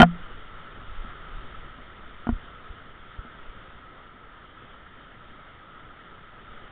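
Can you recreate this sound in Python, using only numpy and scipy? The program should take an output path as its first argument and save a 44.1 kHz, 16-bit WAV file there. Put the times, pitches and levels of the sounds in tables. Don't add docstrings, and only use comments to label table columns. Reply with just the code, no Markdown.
import sys
import numpy as np
from scipy import signal
from scipy.fft import rfft, irfft
from scipy.io import wavfile
from scipy.ndimage import uniform_filter1d

SR = 44100
rng = np.random.default_rng(int(sys.argv[2]) if len(sys.argv) > 2 else 0)


def wav_record(signal):
    frames = np.transpose(np.atleast_2d(signal))
    bounded = np.clip(frames, -1, 1)
    quanta = np.round(bounded * 32767).astype(np.int16)
    wavfile.write(sys.argv[1], SR, quanta)


N = 295911


def gain_of(db):
    return 10 ** (np.asarray(db) / 20)


def unit_rms(x):
    return x / np.sqrt(np.mean(x ** 2) + 1e-20)


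def spectrum_db(points, hz):
    point_hz, db = np.transpose(points)
    return np.interp(np.log(hz + 1), np.log(point_hz + 1), db)


def add(mix, start_s, sound):
    part = mix[max(round(start_s * SR), 0):][:len(sound)]
    part += sound[:len(part)]


def finger_knocks(scuff_db=-4.0, scuff_t60=0.038, snap_db=-0.5, snap_s=0.00024, snap_delay_s=0.00164):
    # (frequency [Hz], t60 [s], level at strength 0 [dB], growth with strength [dB/dB])
    case_modes = [(172, 0.28, -10.5, 2), (232.8, 0.11, 1, 1), (709, 0.041, -1.5, 1.24),
                  (1426, 0.028, 1, 1.32), (3100, 0.0264, -3, 2.0), (504, 0.057, -16, 1.5)]
    # (time [s], strength [dB], favoured pitch [Hz], fall-off [dB/octave])
    blows = [(0.0005, -0.5, 236, 0.5), (0.0056, 3, 640, 7.5), (0.0177, 6, 1680, 12), (0.0292, 4, 720, 8.5),
             (1.046, -39.5, 235, 8), (1.785, -36.5, 1400, 3.5), (2.2688, -21.5, 1300, 1),
             (2.29, -16.5, 240, 2.5), (3.249, -41.5, 240, 3), (5.837, -39, 1420, 13)]
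    t, out = np.arange(SR // 2) / SR, np.zeros(N)
    scuff_band = signal.butter(4, [330, 1680], "band", fs=SR, output="sos")
    soft_onset = 1 - np.exp(-(t / 0.0006) ** 2)
    snap = np.exp(-((t - snap_delay_s) / snap_s) ** 2)
    for start_s, strength_db, favoured_hz, fall_db in blows:
        modes_db = [db + growth * strength_db - fall_db * abs(np.log2(hz / favoured_hz))
                    for hz, _, db, growth in case_modes]
        ring = sum(gain_of(db - 60 * t / t60) * np.sin(2 * np.pi * hz * t)
                   for db, (hz, t60, *_) in zip(modes_db, case_modes))
        scuff = unit_rms(signal.sosfilt(scuff_band, rng.standard_normal(len(t))))
        scuff *= gain_of(np.mean(modes_db[2:4]) + scuff_db - 60 * t / scuff_t60)
        add(out, start_s, soft_onset * (ring + scuff) + gain_of(strength_db + snap_db) * snap)
    return out


def river(gain_db=2, bubbles_db=-15, patch_db=1.01, surge_db=0.35, spray_db=-1.5, spray_growth=0.2):
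    # (frequency [Hz], relative spectral density [dB])
    rush_spectrum = [(60, 4.5), (200, 0), (550, -5), (850, -7.5), (1100, -7), (1600, -4.5), (2000, -5.5),
                     (2400, -13.5), (2700, -14.5), (3000, -8.5), (3400, -9.5), (3700, -14.5), (4300, -13)]
    # (time [s], relative level [dB])
    facing = [(0.2, -46), (0.85, -46.5), (1.25, -45), (2.0, -47.5), (2.45, -46.5), (2.75, -48),
              (3.55, -47.5), (4.2, -50), (4.45, -48.5), (4.9, -49.5), (5.12, -48.5), (6.25, -49),
              (6.6, -47)]
    port_hz, port_width_hz, port_lift_db = 1303, 201, 12.85
    water = rng.standard_normal(N) + gain_of(bubbles_db) * bubbles()
    hz, t, spectra = signal.stft(water, SR, nperseg=1024, noverlap=768)
    patches = uniform_filter1d(rng.standard_normal(spectra.shape), size=10, axis=0)
    patches = unit_rms(uniform_filter1d(patches, size=12, axis=1))
    surge = unit_rms(uniform_filter1d(rng.standard_normal(len(t)), size=20))
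    port_db = port_lift_db / (1 + (2 * (hz - port_hz) / port_width_hz) ** 2)
    colour_db = spectrum_db(rush_spectrum, hz) + port_db
    facing_db = np.interp(t, *np.transpose(facing))
    hiss_db = spray_db + spray_growth * (facing_db - facing_db.min())
    treble = np.clip((hz - 1800) / 1100, 0, 1)[:, None]
    spectra *= gain_of(colour_db[:, None] + treble * hiss_db + patch_db * patches + surge_db * surge)
    rush = unit_rms(signal.istft(spectra, nperseg=1024, noverlap=768)[1][:N])
    return rush * gain_of(gain_db + np.interp(np.arange(N) / SR, t, facing_db))


def bubbles(per_s=900, pitches=30, spread_db=0.5, decay_cycles=7.35):
    t, out = np.arange(2048) / SR, np.zeros(N)
    for hz in np.geomspace(350, 3800, pitches):
        age = t * hz / decay_cycles
        ring = np.sin(2 * np.pi * hz * t * (1 + 0.027 * age)) * np.exp(-age) * (1 - np.exp(-8 * age))
        strengths = gain_of(spread_db * np.minimum(rng.exponential(1, N), 5))
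        bursts = rng.random(N) < per_s / pitches / SR
        out += hz * signal.oaconvolve(strengths * bursts, ring)[:N]
    return unit_rms(out)


def breeze(start_db=-40.5, calm_db=-55.5, calm_from_s=4.6, gust_db=-3.5):
    # (frequency [Hz], relative spectral density [dB])
    rumble_spectrum = [(5, 0.5), (18, -2), (32, -6), (55, -14.5), (100, -20.5), (200, -44.5), (500, -43)]
    t = np.arange(N) / SR
    colour = gain_of(spectrum_db(rumble_spectrum, np.fft.rfftfreq(N, 1 / SR)))
    eddies = unit_rms(irfft(rfft(rng.standard_normal(N)) * colour, N))
    easing = gain_of(np.interp(t, [0, calm_from_s], [start_db, calm_db]))
    return eddies * (easing + gain_of(gust_db) * gust_strength(t))


def grip_bumps(leak_hz=4.0, rebound=0.27, lag=3.2, slower=2.3):
    # (time [s], dip level [dB], half length [s])
    bumps = [(0.027, -8, 0.0023), (2.296, -20, 0.0033), (2.3295, -15.5, 0.0037), (2.358, -26, 0.005),
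             (2.707, -30, 0.0043), (3.192, -25.5, 0.0031)]
    t, pressure = np.arange(N) / SR, np.zeros(N)
    for centre_s, db, half_s in bumps:
        offset = (t - centre_s) / half_s
        dip = np.exp(-offset ** 2)
        spring_back = rebound * np.exp(-((offset - lag) / slower) ** 2)
        pressure -= gain_of(db) * (dip - spring_back)
    return signal.sosfilt(signal.butter(1, leak_hz, "high", fs=SR, output="sos"), pressure)


def gust_flutter(flutter_hz=26.5, spread=1.33, flutter_db=-2.0):
    band = signal.butter(2, [flutter_hz / spread, flutter_hz * spread], "band", fs=SR, output="sos")
    eddies = unit_rms(signal.sosfilt(band, rng.standard_normal(N)))
    return eddies * gain_of(flutter_db) * gust_strength(np.arange(N) / SR)


def gust_strength(t):
    # (peak time [s], relative level [dB], half length [s])
    gusts = [(0.975, -35, 0.063), (1.41, -40, 0.16), (3.51, -45, 0.041), (6.576, -50.5, 0.1)]
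    return sum(gain_of(db) * np.exp(-((t - peak_s) / half_s) ** 2 / 2) for peak_s, db, half_s in gusts)


def scene():
    return (river() + breeze() + gust_flutter() + finger_knocks() + grip_bumps())[None]


def record(dry, headroom=0.79, band_hz=3780, skirt_hz=4350, leak_db=-18.0, overload=0.72):
    def low_pass(x, hz, taps, beta):
        kernel = signal.firwin(taps, hz, window=("kaiser", beta), fs=SR)
        return signal.oaconvolve(x, kernel[None], "same")

    saturated = headroom * np.tanh(dry / headroom)
    narrow = low_pass(saturated, band_hz, taps=801, beta=7)
    skirt = low_pass(saturated, skirt_hz, taps=301, beta=8) - narrow
    clipped = np.clip(narrow + gain_of(leak_db) * skirt, -overload, overload)
    return low_pass(clipped, hz=16000, taps=101, beta=8)


dry = scene()
out = record(dry)
wav_record(out)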